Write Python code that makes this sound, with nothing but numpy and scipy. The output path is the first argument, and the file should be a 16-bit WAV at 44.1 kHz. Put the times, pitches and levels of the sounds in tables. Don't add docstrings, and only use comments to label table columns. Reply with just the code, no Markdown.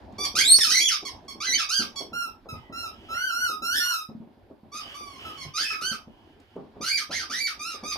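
import sys
import numpy as np
from scipy import signal
from scipy.fft import rfft, irfft, next_fast_len
from scipy.io import wavfile
from scipy.ndimage import uniform_filter1d

SR = 44100
rng = np.random.default_rng(int(sys.argv[2]) if len(sys.argv) > 2 else 0)


def attenuation_scalar(level_db):
    decades = np.asarray(level_db, float) / 20
    return 10 ** decades


def to_wav(sig):
    pcm = np.clip(np.atleast_2d(sig), -1, 1) * 32767
    pcm = np.round(pcm).astype(np.int16)
    wavfile.write(sys.argv[1], SR, pcm.T)


N = 351477

# pitch_hz, level_db
HISS_COLOUR = [(3000, -18), (8000, -3.5), (10000, 2), (14000, 4.5), (15700, -7)]
HISS_DB = -84.5
# pitch_hz, left_minus_right_db
PORT_LEAN = [(30, -8.5), (80, -0.5), (200, -1), (600, 0), (1400, -2.5), (3000, -4), (6000, -2), (9000, -1),
             (13000, 1)]
NOTCH_HZ, NOTCH_WIDTH_HZ, NOTCH_DB = 7180, 290, -2
# pitch_hz, likeness (0 to 1)
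LIKENESS = [(30, 0.4), (70, .8), (120, 1), (400, 0.81), (1000, 0.23), (4000, 0.33)]
# pitch_hz, t60_s
ROOM_T60 = [(150, 0.2), (1200, 0.22), (4000, 0.22), (7000, 0.13), (14000, 0.19)]

# start_s, level_db
RUMBLE = [(0.0, -45), (0.58, -46.5), (0.8, -54), (3.9, -51.5), (4.2, -59.5), (4.62, -61.5), (4.75, -50.5),
          (6.2, -54.5), (7.75, -54.5), (7.97, -48.5)]
# pitch_hz, level_db_per_hz
FLOOR_COLOUR = [(12, -40), (20, -11.5), (80, 2.5), (167, -15), (248, -0.5), (356, -3), (546, -15.5),
                (615, -7.5), (994, -6.5), (1080, -18), (1200, -16), (1560, -46), (2640, -120)]
# start_s, level_db
RUSTLE = [
    (0, -61.5),
    (4.2, -73),
    (4.5, -72),
    (6.1, -71),
    (6.3, -67),
    (6.5, -66),
    (6.75, -67),
    (7.97, -54),
]
# pitch_hz, level_db_per_hz
RUSTLE_COLOUR = [(760, -24), (1300, 1.5), (2520, -8.5), (3020, -7.5), (5580, -14.5), (6780, -40.5),
                 (9000, -29), (11700, -59), (19800, -120)]
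DUCK_DB, DUCK_FROM_DB = -11, -40

# start_s, peak_db
JAWS = [(0.709, -34), (0.795, -32.5), (1.025, -27.5), (1.355, -34.5), (2.117, -29.5), (2.282, -57),
        (2.695, -30.5), (3.296, -48), (3.616, -31.5), (3.776, -35.5), (4.269, -40.5), (4.497, -35.5),
        (4.74, -39), (5.005, -37), (5.6, -34.5), (5.718, -37.5), (5.814, -32.5), (6.803, -25.5),
        (7.827, -27.5)]
# start_s, peak_db
SHIFTS = [(.334, -28.5), (1.22, -41), (1.473, -36), (1.788, -29), (4.087, -35), (4.201, -37), (5.122, -40),
          (6.555, -25), (6.755, -33.5), (7.291, -36), (7.567, -46)]
# start_s, peak_db, centre_hz
KNOCKS = [(.181, -23.5, 323), (0.574, -38, 81), (2.005, -24, 404), (2.455, -32.5, 431), (2.523, -26, 97),
          (3.098, -35, 377), (3.49, -30.5, 320), (4.371, -45, 327), (4.5, -57.5, 450), (4.63, -41, 344),
          (4.649, -39, 77), (5.914, -35.5, 376), (6.073, -41.5, 320), (5.365, -37.5, 129),
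          (5.447, -27.5, 105), (6.3, -50.5, 79), (7.091, -30.5, 172.7), (7.098, -26, 603),
          (7.738, -34.5, 359)]
# start_s, peak_db, centre_hz
TAPS = [(0.034, -58, 250), (0.121, -42, 802), (1.248, -40, 440), (2.457, -37.5, 434), (4.511, -37, 329),
        (4.579, -52, 384), (4.685, -44.5, 210), (6.562, -27, 358), (6.762, -37, 235.2), (7.835, -27.5, 601),
        (7.954, -24, 964)]
JAW_HZ, JAW_T60_S, SHIFT_HZ, SHIFT_T60_S = 250, 0.19, 245, 0.44
KNOCK_T60_S, TAP_T60_S = 0.2, 0.12
BLOW_RISE = 0.026
# start_s, peak_db
BOOMS = [(1.792, -27.5), (4.087, -31), (4.148, -28.5), (4.199, -31), (4.368, -47), (4.63, -39.5),
         (5.913, -30), (6.071, -35.5)]
BOOM_HZ, BOOM_T60_S = 225, 0.081
# start_s, peak_db
SNAPS = [(.588, -21.5), (2.58, -60), (.124, -59), (1.249, -64), (6.562, -62), (3.793, -41.5), (4.5, -75),
         (1.957, -43.5), (2.5, -52), (6.4, -55.5)]
SNAP_T60_S, SNAP_CUT_HZ = 0.046, 6500

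# start_s, stop_s, first_hz, last_hz, level_db
WHISTLES = [(0.557, 0.86, 5300, 5700, -26.5), (3.139, 3.21, 1770, 2315, -44.5),
            (3.384, 3.463, 2100, 2000, -51.5), (3.805, 3.934, 2280, 1400, -45),
            (3.836, 3.95, 1134, 1000, -47.5), (5.65, 5.734, 3000, 1300, -39), (1.3, 0.72, 4000, 4300, -23),
            (5.64, 5.73, 3100, 2900, -43), (2.5, 2.84, 2100, 1850, -60)]
# start_s, stop_s, first_db, last_db
REFILLS = [(2.298, 2.44, -72, -110.5), (2.554, 2.698, -50.5, -62.5), (2.883, 3.205, -54.5, -43.5),
           (4.799, 4.942, -40, -38), (4.958, 5.171, -57, -46.5), (5.184, 5.395, -36, -41.5),
           (5.464, 5.531, -38.5, -57), (6.064, 6.343, -61, -59), (6.38, 6.56, -64.5, -58)]
# pitch_hz, level_db_per_hz
LEAK_COLOUR = [(900, -3.5), (1800, -2.5), (2400, -3), (3000, 11), (3600, -8), (5500, -11), (7000, -18),
               (15000, -27.5)]

# pitch_hz, level_db
NEAR_BODY = [(1180, -28), (2000, -5.5), (2560, -12.5), (3230, -8), (3520, -11.5), (4360, -4), (6140, -5.5),
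             (7230, -21), (8730, -21), (11100, -16.5), (15500, -51)]
FAR_BODY = [(1180, -21), (2000, -17.5), (2700, 1.5), (3610, -2), (3940, 1.5), (4250, -1), (5740, 2.5),
            (7680, -17.5), (8360, -11), (12900, -12.5), (15500, -37)]
# opening_hz, closing_hz, overtones_db (against the tone), extra_db_per_db of effort, extra_db_per_octave
NEAR_REED = (1129.5, 1149, 2.5, 0.973, -11.5)
FAR_REED = (1311.5, 1271, -22, 0.35, 12)
# start_s, stop_s, air_db (against the overtones)
HOARSE = [(.37, .44, -7), (.58, .605, 0), (.6, .66, -13), (.66, .73, -18), (.73, .81, -20), (.885, .96, -7),
          (1.42, 1.47, -6), (1.575, 1.66, -4), (1.8, 1.85, -6), (1.995, 2.05, -10), (3.735, 3.81, -5),
          (3.81, 4.0, -14), (4.73, 4.83, -10), (4.93, 5.03, -12), (5.41, 5.48, -11), (5.565, 5.66, -4),
          (5.65, 5.79, -6), (5.805, 5.84, -6), (5.905, 5.97, -2), (6.82, 6.9, -5), (6.9, 6.97, -18),
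          (6.965, 7.04, 0), (7.105, 7.25, -2), (7.3, 7.4, -7), (7.46, 7.53, 0), (7.69, 7.77, -8),
          (7.91, 7.97, -10)]
BREAK_UP = 1.15
# start_s, stop_s, overtones_db, high_extra_db, octave_extra_db
MOUTHING = [(0.167, .34, 4, 0, -3.8), (0.346, .435, -3.5, 2, 0.5), (0.439, .59, -4.5, -0.5, 12.3),
            (0.593, 0.724, 3.5, 2.5, -0.5), (0.727, .806, -5, 1.5, 2), (.806, 1.0, 3.5, -5.5, -1.1),
            (1.04, 1.351, -3.5, 0.5, -3), (1.391, 1.655, -2.5, -5, 3), (1.669, 1.901, 0.5, -0.5, -0.1),
            (1.947, 2.082, 6, -1.5, -13), (2.12, 2.35, -3, 2.5, 5.5), (2.477, 2.62, 3, 0, 5.5),
            (2.71, 2.904, 2, -2, 2.5), (3.082, 3.33, -4, 0, 3.5), (3.33, 3.6, -1, 1, -3),
            (3.61, 3.74, 2, 1, -1), (3.74, 4.1, 5, 2.5, -1.1), (4.697, 4.9, -0.5, -0.5, 0),
            (4.92, 5.22, -1, 3, 2), (5.24, 5.35, -1.5, 3.5, 7), (5.36, 5.5, -3, -0.5, 3.3),
            (5.537, 5.8, 1.5, -2.5, -1), (5.799, 6.001, -5, 3, 5), (6.798, 7.079, 1, 0.5, 0),
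            (7.089, 7.279, 1.5, -6.5, 0.1), (7.293, 7.562, -0.5, -0.5, 0.3), (7.583, 7.801, 1.5, 1.5, 6.5),
            (7.826, 7.969, -1.5, -1, 3.5)]
HIGH_FROM_HZ = 7000

# start_s, length_s, top_hz, end_hz, level_db
NEAR_NIPS = [
    (.18, .09, 1174, 1086, -41.5),
    (7.832, 0.11, 1263, 1128, -41.5),
]
FAR_NIPS = [
    (2.722, .158, 1384, 1279, -34),
]
QUICK_NIPS = [
    (1.048, 0.05, 1115, 937.6, -47.5),
    (1.278, 0.051, 1103, 1083, -50.5),
]
FAR_QUICK_NIPS = [
    (2.485, .065, 1306, 1233, -41),
]
MUFFLED_NIPS = [
    (4.94, .24, 1186, 1035, -54),
]
FAR_MUFFLED_NIPS = [
    (5.7, 0.1, 1305, 1255, -35.5),
]
# full_effort_share of the length, start_db and end_db against full effort, top_pitch_share
NEAR_ARCH = (1, -6.5, -10, .5)
FAR_ARCH = (0.46, -8.5, -4, .5)
QUICK_ARCH = (0.4, 2.5, -5.5, -5.5)
MUFFLED_ARCH = (0.7, 5.5, -1.5, -0.7)
# start_s, pitch_hz, level_db
NEAR_SLIPS = [
    [(1.956, 1123, -51.5), (1.998, 1113, -51.5), (2.011, 1036, -62.5), (2.025, 1093, -56)],
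    [(5.37, 1117, -55), (5.415, 1097, -50.5), (5.44, 1018, -51.5), (5.465, 1081, -63)],
]
FAR_SLIPS = [
    [(5.248, 1310, -38), (5.295, 1300, -39), (5.312, 1170, -50), (5.325, 1220, -48)],
]
# start_s, pitch_hz, level_db
FIRST_MAULING = [
    [(.35, 1163, -38), (.385, 1560, -34.5), (.393, 1560, -30.5), (.396, 1865, -37), (.412, 2290, -26.5),
     (.432, 2420, -43.5)],
    [(.434, 3234, -31.5), (.455, 3730, -27.5), (.475, 3860, -25), (.487, 4200, -22.5), (.52, 4287, -19.5),
     (.54, 4443, -20.5), (.556, 4473, -29), (.558, 5940, -36), (.572, 5820, -30.5), (.588, 5784, -28.5)],
    [(.59, 1930, -46.5), (.603, 1930, -38), (.613, 1776, -31), (.63, 1716, -41), (.64, 1501, -36.5),
     (.652, 1304, -39.5), (.685, 1203, -45), (.7, 1253, -39.5), (.718, 1594, -36)],
    [(.72, 1906, -34), (.751, 2021, -32), (.754, 2205, -29), (.765, 2212, -34.5), (.768, 1992, -29),
     (.79, 2072, -32.5), (.806, 2428, -31)],
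    [(.808, 3202, -31), (.85, 3425, -29.5), (.872, 3330, -33), (.888, 2920, -28), (.9, 1766, -41),
     (.92, 1287, -39.5)],
]
SECOND_MAULING = [
    [(1.4, 1104, -43.5), (1.462, 1637, -39.5), (1.466, 2063, -37), (1.52, 1927, -34), (1.544, 2356, -34),
     (1.548, 3030, -26.5), (1.574, 3126, -41.5), (1.578, 1867, -36), (1.602, 1304, -39)],
    [(1.686, 1168, -42.5), (1.712, 1393, -40), (1.74, 1583, -39), (1.76, 1602, -38), (1.785, 1572, -39),
     (1.805, 1390, -41.5)],
]
LATE_CHEWS = [
    [(4.715, 1112, -54.5), (4.745, 1209, -44.5), (4.785, 1270, -45)],
    [(5.535, 1160, -49), (5.573, 1279, -40), (5.6, 1555, -40.5), (5.643, 1829, -38.5), (5.647, 2589, -38),
     (5.73, 2580, -40), (5.745, 1477, -51.5)],
    [(5.808, 1162, -41.5), (5.827, 1408, -40), (5.85, 1497, -38), (5.885, 1567, -39), (5.915, 1503, -41)],
    [(7.59, 1171, -48), (7.636, 1261, -46), (7.685, 1410, -44.5), (7.725, 1261, -46.5)],
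    [(6.808, 1146, -46.5), (6.89, 1620, -38), (6.894, 2105, -36.5), (6.93, 2424, -35), (6.97, 2271, -37.5),
     (6.977, 2039, -37.5), (6.992, 1451, -43)],
    [(7.105, 1197, -45), (7.151, 2126, -38.5), (7.165, 2180, -39.5), (7.205, 1500, -43.5)],
    [(7.295, 1083, -45), (7.336, 1711, -39.5), (7.34, 1849, -38.5), (7.398, 2067, -38),
     (7.401, 2308, -35.5), (7.465, 2282, -37), (7.472, 2000, -38), (7.483, 1474, -43)],
]
FAR_CHEWS = [
    [(2.128, 1303, -39), (2.14, 1377, -33.5), (2.17, 1419, -33.5), (2.21, 1392, -30.5),
     (2.245, 1356, -33.5)],
    [(3.085, 1303, -45), (3.115, 1312, -32.5), (3.2, 1465, -30.5), (3.26, 1555, -31), (3.32, 1343, -30.5),
     (3.4, 1467, -30), (3.44, 1480, -27.5), (3.515, 1251, -31.5)],
    [(3.618, 1315, -35.5), (3.658, 1375, -29.5), (3.7, 1415, -31), (3.735, 1520, -26.5), (3.739, 1650, -33),
     (3.76, 1755, -30.5), (3.794, 1805, -30.5), (3.799, 1424, -29), (3.9, 1446, -30.5), (3.94, 1331, -30),
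     (4.0, 1254, -39.5)],
]
LET_GO_S, LET_GO_DB = .045, -9.5
QUICK_SHINE_DB, MUFFLED_SHINE_DB, FAR_MUFFLED_SHINE_DB, LATE_SHINE_DB = 6.5, -2, -2.5, -2


def at_hz(points, hz):
    points = np.array(points)
    return np.interp(np.log(hz), np.log(points[:, 0]), points[:, 1])


def rms_one(x):
    return x / np.sqrt(np.mean(x ** 2) + 1e-20)


def filtered(x, order, cut_hz, kind="low"):
    return signal.sosfilt(signal.butter(order, cut_hz, kind, fs=SR, output="sos"), x)


def drift(rate_hz):
    r = np.exp(-2 * np.pi * rate_hz / SR)
    white = rng.standard_normal(N + SR)
    return rms_one(signal.lfilter([1], [1, -2 * r, r * r], white)[SR:])


def rasp(cut_hz):
    return rms_one(filtered(rng.standard_normal(N), 6, cut_hz))


def coloured(spectrum):
    size = next_fast_len(N)
    hz = np.maximum(np.fft.rfftfreq(size, 1 / SR), 1)
    white = rfft(rng.standard_normal(size))
    return rms_one(irfft(white * attenuation_scalar(at_hz(spectrum, hz)), size)[:N])


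def window(start_s, stop_s):
    gate = np.zeros(N)
    span = np.arange(round(start_s * SR), round(stop_s * SR))
    from_edge_s = np.minimum(span / SR - start_s, stop_s - span / SR)
    gate[span] = np.clip(from_edge_s / .015, 0, 1)
    return gate


def half_octaves(low_hz, count):
    edges = low_hz * 2 ** (np.arange(count + 1) / 2)
    return [(np.sqrt(a * b), signal.butter(2, [a, b], "band", fs=SR, output="sos"))
            for a, b in zip(edges, edges[1:])]


def banded_noise(spectrum, low_hz, count, patchy_db, rate_hz):
    out, together = 0, drift(rate_hz / 3)
    white = rng.standard_normal((2, 2, N))
    for k, (hz, band) in enumerate(half_octaves(low_hz, count)):
        mid, side = signal.sosfilt(band, white[k % 2])
        alike = np.clip(at_hz(LIKENESS, hz), 0, 1)
        gain = attenuation_scalar(at_hz(spectrum, hz) + patchy_db * (together + drift(rate_hz)))
        out = out + gain * (np.sqrt(1 + alike) * mid + np.sqrt(1 - alike) * side * [[1], [-1]])
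    return rms_one(out)


def room(x, gap_s):
    t = np.arange(SR // 2) / SR
    white = rng.standard_normal((2, len(t)))
    tail = 0
    for hz, band in half_octaves(61.43, count=16):
        tail = tail + signal.sosfilt(band, white) * attenuation_scalar(-60 * t / at_hz(ROOM_T60, hz))
    tail = rms_one(tail * np.clip(t / gap_s - 1, 0, 1)) / np.sqrt(len(t))
    return signal.fftconvolve(x[None], tail, axes=1)[:, :N]


def place(x, lag):
    return np.array([np.interp(np.arange(N) - lag, np.arange(N), x), x])


def hiss():
    return attenuation_scalar(HISS_DB) * np.array([coloured(HISS_COLOUR), coloured(HISS_COLOUR)])


def rumble():
    level_db = np.interp(np.arange(N) / SR, *np.transpose(RUMBLE))
    return filtered(attenuation_scalar(level_db) * banded_noise(FLOOR_COLOUR, 18, count=12, patchy_db=3, rate_hz=10), 6, 950)


def rustle(squeaks):
    level_db = np.interp(np.arange(N) / SR, *np.transpose(RUSTLE))
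    brushing = attenuation_scalar(level_db) * banded_noise(RUSTLE_COLOUR, 900, count=7, patchy_db=1.2, rate_hz=15)
    loud = uniform_filter1d(squeaks ** 2, size=1000) / attenuation_scalar(2 * DUCK_FROM_DB)
    return brushing * attenuation_scalar(DUCK_DB * loud / (1 + loud))


def thumps():
    out, t = np.zeros(N + SR), np.arange(SR // 2) / SR
    blows = [(*row, JAW_HZ, JAW_T60_S) for row in JAWS]
    blows += [(*row, SHIFT_HZ, SHIFT_T60_S) for row in SHIFTS]
    blows += [(*row, KNOCK_T60_S) for row in KNOCKS]
    blows += [(*row, TAP_T60_S) for row in TAPS]
    for start_s, peak_db, hz, t60_s in blows:
        burst = rms_one(filtered(rng.standard_normal(len(t)), 1, [hz / 1.27, hz * 1.47], "band"))
        burst = filtered(burst, 4, 1000)
        rise = np.clip(t / (BLOW_RISE * t60_s), 0, 1)
        decay = attenuation_scalar(-60 * t / max(t60_s, .03)) * (1 - 2 * t)
        out[round(start_s * SR):][:len(t)] += attenuation_scalar(peak_db - 9.5) * burst * rise * decay
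    return out[:N]


def booms():
    pushes = np.zeros(N)
    pushes[[round(s * SR) for s, db in BOOMS]] = attenuation_scalar(np.array(BOOMS)[:, 1])
    soft = signal.lfilter(np.hanning(200) / 60, 1, pushes) + 1e-18
    r, w = attenuation_scalar(-60 / (BOOM_T60_S * SR)), 2 * np.pi * BOOM_HZ / SR
    ring = signal.lfilter([0, np.sin(w)], [1, -2 * r * np.cos(w), r * r], soft)
    return filtered(ring, 2, 120, "high")


def snaps():
    t = np.arange(N) / SR
    shape = sum(attenuation_scalar(db - 60 * np.maximum(t - s, 0) / SNAP_T60_S) * (t >= s) for s, db in SNAPS)
    return shape * filtered(rng.standard_normal(N), 2, SNAP_CUT_HZ)


def whistles():
    t, out = np.arange(N) / SR, 0
    for start_s, stop_s, first_hz, last_hz, db in WHISTLES:
        hz = np.interp(t, [start_s, stop_s], [first_hz, last_hz])
        tone = np.sin(2 * np.pi * np.cumsum(hz) / SR)
        out = out + attenuation_scalar(db) * window(start_s, stop_s) * rasp(cut_hz=59) * tone
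    return out


def stretches_in_time(stretches, smooth):
    t, gate = np.arange(N) / SR, np.zeros(N)
    first_values = np.array(stretches[0][0][1:])
    columns = np.zeros((len(first_values), N)) + first_values[:, None]
    for rows in stretches:
        s, *values = np.transpose(sorted(rows))
        start, stop = round(s[0] * SR), round(s[-1] * SR)
        line = np.array([np.interp(t[start:stop], s, v) for v in values])
        columns[:, start:stop] = uniform_filter1d(line, size=smooth, mode="nearest")
        columns[:, stop:] = columns[:, stop - 1:stop]
        gate[start:stop + 100] = 1
    gate = gate * np.roll(gate, 160)
    in_use = np.roll(gate, -160)[:-150] + gate[:-150] > 0
    columns[:, :-150] = np.where(in_use, columns[:, :-150], columns[:, 150:])
    return columns, uniform_filter1d(gate, size=180)


def leak():
    refills = [[(a, first_db), (b, last_db)] for a, b, first_db, last_db in REFILLS]
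    (level_db,), open_valve = stretches_in_time(refills, smooth=1200)
    return uniform_filter1d(open_valve, size=1500) * attenuation_scalar(level_db - 7.5) * coloured(LEAK_COLOUR)


def nips(rows, reed, arch):
    effort_share, start_db, end_db, top_share = arch
    u = np.linspace(0, 1, 9)
    swell_db = np.interp(u, [0, np.clip(effort_share, .05, .95), 1], [start_db, 0, end_db])
    lift = np.sin(np.interp(u, [0, np.clip(top_share, .05, .95), 1], [0, np.pi / 2, np.pi]))
    out = []
    for s, length_s, top_hz, end_hz, db in rows:
        rest_hz = np.where(u < max(top_share, .05), reed[0], end_hz)
        out.append(list(zip(s + length_s * u, (1 - lift) * rest_hz + lift * top_hz, db + swell_db)))
    return out


def chews(bites, reed):
    out, starts = [], np.array([min(b)[0] for b in bites])
    for rows in map(sorted, bites):
        last_s, _, last_db = rows[-1]
        if np.abs(starts - last_s).min() > .04:
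            rows = rows + [(last_s + LET_GO_S, reed[1], last_db + LET_GO_DB)]
        out.append([rows[0]])
        for before, row in zip(rows, rows[1:]):
            if row[0] - before[0] < .007 and abs(np.log(row[1] / before[1])) > .09:
                out.append([])
            out[-1].append(row)
    return out


def voiced(stretches, reed, shine_db=0):
    opening_hz, _, overtones_db, per_db, per_octave = reed

    def upper_db(hz, db):
        return db + shine_db + overtones_db + per_db * (db + 40) + per_octave * np.log2(hz / opening_hz)

    return [[(s, hz, db, upper_db(hz, db)) for s, hz, db in rows] for rows in stretches if len(rows) > 1]


def far_bites():
    plain = nips(FAR_NIPS, FAR_REED, FAR_ARCH) + nips(FAR_QUICK_NIPS, FAR_REED, QUICK_ARCH)
    plain += chews(FAR_CHEWS, FAR_REED)
    muffled = nips(FAR_MUFFLED_NIPS, FAR_REED, QUICK_ARCH) + FAR_SLIPS
    return sorted(voiced(plain, FAR_REED) + voiced(muffled, FAR_REED, FAR_MUFFLED_SHINE_DB))


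def near_bites():
    plain = nips(NEAR_NIPS, NEAR_REED, NEAR_ARCH) + chews(FIRST_MAULING + SECOND_MAULING, NEAR_REED)
    late = chews(LATE_CHEWS, NEAR_REED)
    quick = nips(QUICK_NIPS, NEAR_REED, QUICK_ARCH) + NEAR_SLIPS
    muffled = nips(MUFFLED_NIPS, NEAR_REED, MUFFLED_ARCH)
    return sorted(voiced(plain, NEAR_REED) + voiced(late, NEAR_REED, LATE_SHINE_DB)
                  + voiced(quick, NEAR_REED, QUICK_SHINE_DB) + voiced(muffled, NEAR_REED, MUFFLED_SHINE_DB))


def squeaker(stretches, body, overtone_db, wobble, rough, air_db):
    (hz, first_db, upper_db), blown = stretches_in_time(stretches, smooth=450)
    first_db, upper_db = uniform_filter1d([first_db, upper_db], size=250)

    hoarse = sum(attenuation_scalar(db) * window(a, b) for a, b, db in HOARSE)
    soon_silent = 1 - uniform_filter1d(np.roll(blown, -1300), size=900)
    hoarse += attenuation_scalar(-7.5) * soon_silent

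    pitch = hz * (1 + wobble * (1 + 9 * hoarse) * rasp(cut_hz=130))
    phase = 2 * np.pi * np.cumsum(pitch) / SR
    cover_db, high_db, octave_db = sum(np.outer(row[2:], window(*row[:2])) for row in MOUTHING)
    upper = attenuation_scalar(upper_db + overtone_db + cover_db) * np.sqrt(pitch / 1500)

    strain = rough * (1 + 2.5 * hoarse)
    tone = attenuation_scalar(first_db) * np.sin(phase) * (1 + 0.49 * strain * rasp(cut_hz=137))
    steady = np.clip(1 - BREAK_UP * hoarse, 0, 1)
    for k in range(2, 15):
        heard = (k * pitch < 15600) * np.where(k * pitch > HIGH_FROM_HZ, attenuation_scalar(high_db), 1)
        if k == 2:
            heard = heard * attenuation_scalar(octave_db)
        torn = steady + (1 - steady + rough) * rasp(cut_hz=190)
        shell = attenuation_scalar(at_hz(body, k * pitch)) * torn
        tone += upper * shell * heard * np.sin(k * phase + rng.uniform(0, 2 * np.pi))
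    air = attenuation_scalar(air_db) + .55 * hoarse
    return blown * (np.sqrt(2) * tone + coloured(body) * upper * air)


def scene():
    far = squeaker(far_bites(), FAR_BODY, overtone_db=8, wobble=.002, rough=.18, air_db=-46)
    far = far + leak() + whistles()
    near = squeaker(near_bites(), NEAR_BODY, overtone_db=11, wobble=.003, rough=.25, air_db=-34)
    blows = thumps() + booms() + snaps()
    direct = attenuation_scalar(1.0) * place(near, lag=-1.29) + attenuation_scalar(-0.93) * place(far, lag=-7.0) + place(blows, lag=0)
    echoes = attenuation_scalar(5.5) * room(near, gap_s=0.0029)
    echoes += attenuation_scalar(-0.5) * room(far, gap_s=0.0065)
    echoes += attenuation_scalar(-2.5) * room(blows, gap_s=0.00096)
    return hiss() + rumble() + rustle(near + far) + direct + echoes


def low_pass(x):
    return signal.sosfilt(signal.butter(12, 15710, fs=SR, output="sos"), x)


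def record(dry):
    size = next_fast_len(N)
    hz = np.fft.rfftfreq(size, 1 / SR)
    lean_db = at_hz(PORT_LEAN, np.maximum(hz, 1)) * np.array([[.5], [-.5]])
    notch_db = NOTCH_DB * np.exp(-((hz - NOTCH_HZ) / NOTCH_WIDTH_HZ) ** 2)
    ports = irfft(rfft(dry, size) * attenuation_scalar(notch_db + lean_db), size)[:, :N]
    return low_pass(ports)


dry = scene()
out = record(dry)
to_wav(out)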